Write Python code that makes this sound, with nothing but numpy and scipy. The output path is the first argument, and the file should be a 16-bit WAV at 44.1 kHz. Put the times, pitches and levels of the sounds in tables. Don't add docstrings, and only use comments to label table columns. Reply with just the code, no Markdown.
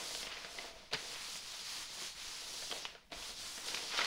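import sys
import numpy as np
from scipy import signal
from scipy.fft import rfft, irfft
from scipy.io import wavfile
from scipy.ndimage import uniform_filter1d

SR = 44100
rng = np.random.default_rng(int(sys.argv[2]) if len(sys.argv) > 2 else 0)


def file_out(sig):
    cols = np.atleast_2d(sig).T
    lim = np.clip(cols, -1, 1)
    pcm = np.round(lim * 32767).astype(np.int16)
    wavfile.write(sys.argv[1], SR, pcm)


N = 179134

# start in seconds, end in seconds, hiss level in dB, its swell along the stroke in dB,
# treble level in dB relative to the hiss, the treble's swell in dB, drag level in dB, drone level in dB,
# and the swell of drag and drone with pressure in dB.
STROKES = [(-0.2, 0.233, -45, -2, -6, -0.5, -44.5, -45.5, -14.5),
           (0.187, 0.51, -52, -2, -15, 6, -49, -56, -7.5), (0.49, 0.676, -48.5, -5, -6, -6, -56.5, -59, 2),
           (0.72, 0.888, -56.5, -7.5, -10, -9.5, -57.5, -59.5, -8.5),
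           (0.913, 1.154, -50.5, 1.5, -9.5, 6, -53, -56.5, -4),
           (1.097, 1.38, -50, 2.5, -6, 4.5, -49, -61, -8.5),
           (1.375, 1.625, -49.5, -0.5, -7, 0.5, -57.5, -68.5, 1),
           (1.614, 1.831, -46, -1, -7, 1.5, -52.5, -67, -0.5),
           (1.874, 1.98, -46.5, -4.5, -9, 1.5, -54.5, -60.5, -2),
           (1.962, 2.069, -44, -2, -6.5, 0, -48.5, -61.5, -4.5),
           (2.148, 2.504, -48.5, -1.5, -6, -1, -53, -64.5, -4.5),
           (2.417, 2.698, -48, 1, -5.5, 0.5, -55, -58.5, -5.5),
           (2.703, 2.832, -46.5, -2, 0.5, -12.5, -49, -48.5, -10.5),
           (2.872, 2.976, -50, -16, -23, -8, -55, -59.5, -9.5),
           (3.115, 3.305, -51.5, 3, -8, 7, -53, -57.5, -3.5),
           (3.362, 3.615, -45.5, -6.5, -6.5, -1, -56, -64, 0.5),
           (3.61, 3.923, -45, -1.5, -3.5, -7, -51, -54, -4.5),
           (3.905, 4.196, -39, -7, -12.5, -3.5, -43, -57, -0.5)]
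LEAD = 256


def gain_of(db):
    return 10 ** (np.asarray(db) / 20)


def evened(x):
    return x / np.sqrt(np.mean(x ** 2) + 1e-20)


def peaked(x):
    return x / abs(x).max()


def read(points, hz):
    f, value = np.transpose(points)
    return np.interp(np.log(hz + 1), np.log(f + 1), value)


def shaped(x, points):
    gain = gain_of(read(points, np.fft.rfftfreq(len(x), 1 / SR)))
    return irfft(rfft(x) * gain, len(x))


def coloured(x, points):
    return evened(shaped(x, points))


def resonate(x, hz, width):
    radius = np.exp(-np.pi * width / SR)
    pole = radius * np.exp(2j * np.pi * hz / SR)
    return 2 * signal.lfilter([1 - radius], [1, -pole], x).real


def piece(x):
    # frequency in Hz, bandwidth in Hz, level in dB.
    modes = [(193, 55, 1), (338, 24, -10), (460, 75, 7), (689, 79, 13.5), (974, 30, 2), (1315, 56, -6),
             (2044, 45, 3.5)]
    return sum((-1) ** k * gain_of(db) * resonate(x, hz, width) for k, (hz, width, db) in enumerate(modes))


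def grit(per_s, spread_db, smooth):
    size_db = spread_db * np.minimum(rng.exponential(1, N), 3.3)
    slips = gain_of(size_db) * (rng.random(N) < per_s / SR)
    signed_slips = slips * rng.choice([-1., 1.], N)
    share = np.clip(smooth, 0, 1)
    return share * rng.standard_normal(N) + (1 - share) * evened(signed_slips)


def crackles(count, t60, clump_db):
    t = np.maximum(np.arange(8192) - LEAD, 0) / SR
    noise, clumps = rng.standard_normal((count, len(t), 2)).transpose(2, 0, 1)
    clump_gain = gain_of(clump_db * evened(uniform_filter1d(clumps, size=30, axis=1)))
    onset = 1 - np.exp(-t / 0.000057)
    decay = gain_of(-60 * t / t60) + 0.3 * gain_of(-60 * t / 0.25)
    return noise * clump_gain * onset * decay


def add(mix, s, sound):
    part = mix[round(s * SR):][:len(sound)]
    part += sound[:len(part)]


def column(count):
    return np.transpose(STROKES)[count]


def strokes(t, level_db, swell_db, follows, leads_s=0):
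    turn_db, rise_s, fall_db_per_s = -7.5, 0.039, 135
    start, end = np.transpose(STROKES)[:2, :, None]
    since = np.maximum(t - start, 0)
    past_end = np.maximum(t - end + leads_s, 0)
    motion_db = turn_db * np.exp(-since / rise_s) - fall_db_per_s * past_end
    swell = swell_db[:, None] * np.minimum(since / (end - start), 1)
    db = level_db[:, None] + swell + follows * motion_db
    return np.where(t >= start, db, -200).max(axis=0)


def rumble():
    # frequency in Hz, relative density in dB per Hz.
    room_spectrum = [(12, 7), (25, -1), (55, -5), (90, -12.5), (200, -11.5), (500, -30), (3000, -27),
                     (9000, -38), (16000, -39)]
    level_db = -61
    surge = evened(uniform_filter1d(rng.standard_normal(N), size=4000))
    return gain_of(level_db + 2.0 * surge) * coloured(rng.standard_normal(N), room_spectrum)


def hum():
    level_db, beat_db, beats_per_s = -62, 3.5, 46
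    start_s, rise_s, end_s = 0.057, 0.45, 0.79
    fade_db_per_s, fall_db_per_s = 3, 117
    top_hz, top_s, sag_hz_per_s, waver_hz = 706, 0.48, 160, 7
    t = np.arange(N) / SR
    waver, drift = (evened(uniform_filter1d(v, size=3000)) for v in rng.standard_normal((2, N)))
    hz = top_hz - sag_hz_per_s * abs(t - top_s) + waver_hz * waver
    carrier = np.exp(2j * np.pi * np.cumsum(hz) / SR)
    beats = np.cos(2 * np.pi * np.cumsum(beats_per_s * (1 + 0.256 * drift)) / SR)
    noise = rng.standard_normal(N) + 1j * rng.standard_normal(N)
    slow = signal.lfilter([1], [1, -np.exp(-np.pi * 20 / SR)], noise)
    tone = evened(((2.4 + slow / abs(slow).mean()) * carrier).real)
    fall_db = fade_db_per_s * t + fall_db_per_s * np.maximum(t - end_s, 0)
    rise = np.clip((t - start_s) / rise_s, 0, 1)
    return rise * gain_of(level_db + beat_db * beats - fall_db) * tone


def thuds():
    # time in seconds, peak level in dB, centre frequency in Hz,
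    # decay time (t60) of the shudder in seconds, width of the ring as a share of its centre.
    knocks = [(0.028, -57, 182, 0.051, 1.1), (0.271, -50, 201, .04, 2), (.586, -38, 2060, 0.011, 0.1),
              (0.587, -44, 560, .03, 0.54), (0.928, -42.5, 427, 0.07, 0.07), (0.94, -41.5, 150, 0.078, .9),
              (1.353, -53, 200, 0.036, 1.2), (2.018, -48.5, 404, 0.11, 1.1),
              (2.713, -39.5, 1190, 0.012, 0.27), (2.7245, -41.5, 485, 0.049, 0.5),
              (3.126, -47, 660, 0.04, .25), (3.121, -45, 230, 0.096, 1.2), (3.153, -48.5, 35, 0.19, 1.3),
              (3.29, -52, 35, 0.32, 0.98), (3.576, -53.5, 197, .05, 0.86), (3.748, -47, 300, 0.07, 0.82),
              (3.9885, -33.5, 490, 0.025, 0.48), (3.9899, -26.5, 1347, .02, 0.11)]
    # frequency in Hz, gain in dB.
    bench_spectrum = [(20, 5), (60, -1), (150, 8), (350, 6.5), (800, 0), (2000, -3)]
    out = np.zeros(N)
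    t60 = np.transpose(knocks)[3][:, None]
    for (s, db, hz, _, breadth), shudder in zip(knocks, crackles(len(knocks), t60, clump_db=0.0)):
        push = 13.5 * (np.arange(len(shudder)) == LEAD)
        width = max(breadth, .05) * hz
        blow = shaped(shudder + push, bench_spectrum)
        ring = resonate(resonate(blow, hz, width), hz, 1.25 * width)
        add(out, s - LEAD / SR, gain_of(db) * peaked(ring))
    return out


def snaps():
    # time in seconds, peak level of the crack in dB, centre frequency in Hz, # ring of the piece in dB relative
    # to that peak, decay time (t60) in seconds, sharpness of front (0 to 1).
    creases = [(.109, -33, 3550, -10, 0.027, 1), (.15, -26.5, 3320, -16.5, 0.014, 1),
               (0.2305, -30, 3350, -13, 0.017, 0.83), (0.268, -38, 2880, -4, 0.031, 0),
               (0.3158, -35.5, 2800, -21, 0.065, 0.05), (.369, -39, 2230, -5.5, 0.064, 0.53),
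               (0.4472, -32.5, 1640, -10, 0.022, 0.36), (0.5847, -39, 3300, -28, .012, 0.46),
               (0.5869, -35, 3000, -14, 0.023, 0.45), (0.913, -43.5, 2500, -3, .06, 0.06),
               (.927, -33.5, 3750, -4.5, 0.009, 0), (0.9315, -31, 4300, -32, 0.013, 0.3),
               (0.9344, -19, 4360, -27.5, 0.023, 0.75), (0.9361, -28.5, 1720, -18, 0.035, 0.54),
               (0.9445, -26.5, 2050, -28, 0.028, 0.4), (1.159, -38, 2800, -12, 0.049, 0.74),
               (1.355, -36.5, 4520, -13, 0.016, 0.04), (1.54, -35, 3930, -16, 0.027, 0.63),
               (2.623, -38.5, 1690, -8, 0.033, 0.44), (2.7142, -27.5, 3300, -13, 0.012, 0.54),
               (2.7227, -30.5, 2870, -18, 0.011, 0.5), (2.7252, -29, 3200, -15, 0.012, 0.63),
               (2.755, -38, 2900, -8, 0.018, 0.4), (2.8527, -24, 2850, -22, 0.015, 0.66),
               (2.951, -38.5, 1500, -8.5, 0.024, 0.76), (3.103, -55, 2500, -3, 0.062, 0),
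               (3.1203, -35, 3840, -8.5, 0.041, 0.8), (3.128, -35, 2460, -12, 0.046, 0.55),
               (3.225, -39, 2980, -21, .035, 0), (3.577, -37.5, 1800, -9, 0.055, 0.3),
               (3.679, -34, 3300, -33, 0.011, 0.5), (3.684, -30.5, 4600, -19, 0.019, 0.4),
               (3.717, -39.5, 1520, -6, 0.012, 0), (3.7449, -29.5, 2940, -24, 0.015, 0.38),
               (3.7465, -25, 5160, -32, 0.03, 0.48), (3.773, -27, 2430, -19, 0.034, 0.7),
               (3.937, -36, 1380, -8, 0.029, 0.2), (3.972, -37, 4100, -31, .03, 0.1),
               (3.977, -25, 3800, -20, 0.0092, 0.25), (3.9893, -21.5, 2300, -12.5, 0.026, 0.53),
               (4.007, -25.5, 1450, -16, 0.01, 0.36), (4.0148, -25, 2090, -25, 0.045, 0.4),
               (4.046, -25, 4100, -17, 0.022, 0.42)]
    # frequency in Hz, gain in dB.
    crease_spectrum = [(100, -18), (500, 10.5), (1200, 15.5), (1700, 12), (3200, 16.5), (5000, 12),
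                       (7000, -6), (10000, -29), (16000, -64)]
    out = np.zeros(N)
    t60 = np.maximum(np.transpose(creases)[4][:, None], .003)
    for (s, db, hz, ring_db, _, front), crackle in zip(creases, crackles(len(creases), t60, clump_db=3.0)):
        front = np.clip(front, 0, 1)
        click = -12 * front * (np.arange(len(crackle)) == LEAD)
        burst = (1 - 0.49 * front) * crackle + click
        centre = resonate(resonate(burst, hz, width=0.16 * hz), hz, width=2.7 * hz)
        crack = peaked(centre) + 1.86 * peaked(shaped(burst, crease_spectrum))
        ring = gain_of(ring_db) * peaked(piece(burst))
        add(out, s - LEAD / SR, gain_of(db) * (peaked(crack) + ring))
    return out


def drone():
    # frequency in Hz, relative density in dB per Hz.
    boom_spectrum = [(60, -12), (130, -29), (300, 1), (600, -6), (1000, -3.5), (1800, -35)]
    shake = grit(per_s=220, spread_db=2.0, smooth=0.35)
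    sound = evened(coloured(shake, boom_spectrum) + 1.37 * evened(piece(shake)))
    level_db = strokes(np.arange(N) / SR, column(count=7), column(count=8), follows=0.65)
    return gain_of(level_db) * sound


def drag():
    # frequency in Hz, relative density in dB per Hz.
    scrub_spectrum = [(500, -22), (900, -6), (1200, -5), (1600, -6), (2400, -4.5), (3500, -8), (6000, -38)]
    scrub = coloured(grit(per_s=1000, spread_db=0.0, smooth=0.84), scrub_spectrum)
    level_db = strokes(np.arange(N) / SR, column(count=6), column(count=8), follows=1)
    return gain_of(level_db) * scrub


def hiss():
    # frequency in Hz, relative density in dB per Hz.
    fibre_spectrum = [(880, -15.5), (1500, -16), (2080, -14.5), (2700, -8.5), (3300, -4), (4730, -2),
                      (6500, -6.5), (8000, -12), (10500, -15), (16000, -25)]
    treble_db = -5.5
    fibres = coloured(grit(per_s=2500, spread_db=3.0, smooth=0.64), fibre_spectrum)
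    hz, t, z = signal.stft(fibres, SR, nperseg=256, noverlap=192)
    drifting = uniform_filter1d(rng.standard_normal(z.shape), size=40, axis=1)
    patches = evened(uniform_filter1d(drifting, size=5, axis=0))
    flutter = evened(uniform_filter1d(rng.standard_normal(len(t)), size=14))
    treble = np.clip(np.log(hz / 5500 + 1e-9) / 0.34, 0, 1)[:, None]
    body_db = strokes(t, column(count=2), column(count=3), follows=1.0)
    top_level_db = column(count=2) + column(count=4) - treble_db
    top_db = strokes(t, top_level_db, column(count=5), follows=1.05, leads_s=0.013)
    level_db = body_db + treble * (top_db - body_db)
    z = z * gain_of(level_db + 0.67 * patches + .5 * flutter)
    return signal.istft(z, SR, nperseg=256, noverlap=192)[1][:N]


def scene():
    mono = rumble() + hum() + thuds() + snaps() + drone() + drag() + hiss()
    return np.array([mono, mono])


def record(dry):
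    # frequency in Hz, gain in dB.
    mic_response = [(20, -3), (11000, 2.5), (12300, -1.5), (13300, -12), (14300, -1.5), (15300, 6),
                    (17000, -14)]
    edge_hz = 15800
    heard = np.array([shaped(channel, mic_response) for channel in dry])
    low_pass = signal.firwin(1023, edge_hz, window=("kaiser", 10), fs=SR)
    return signal.oaconvolve(heard, low_pass[None], "same")


dry = scene()
out = record(dry)
file_out(out)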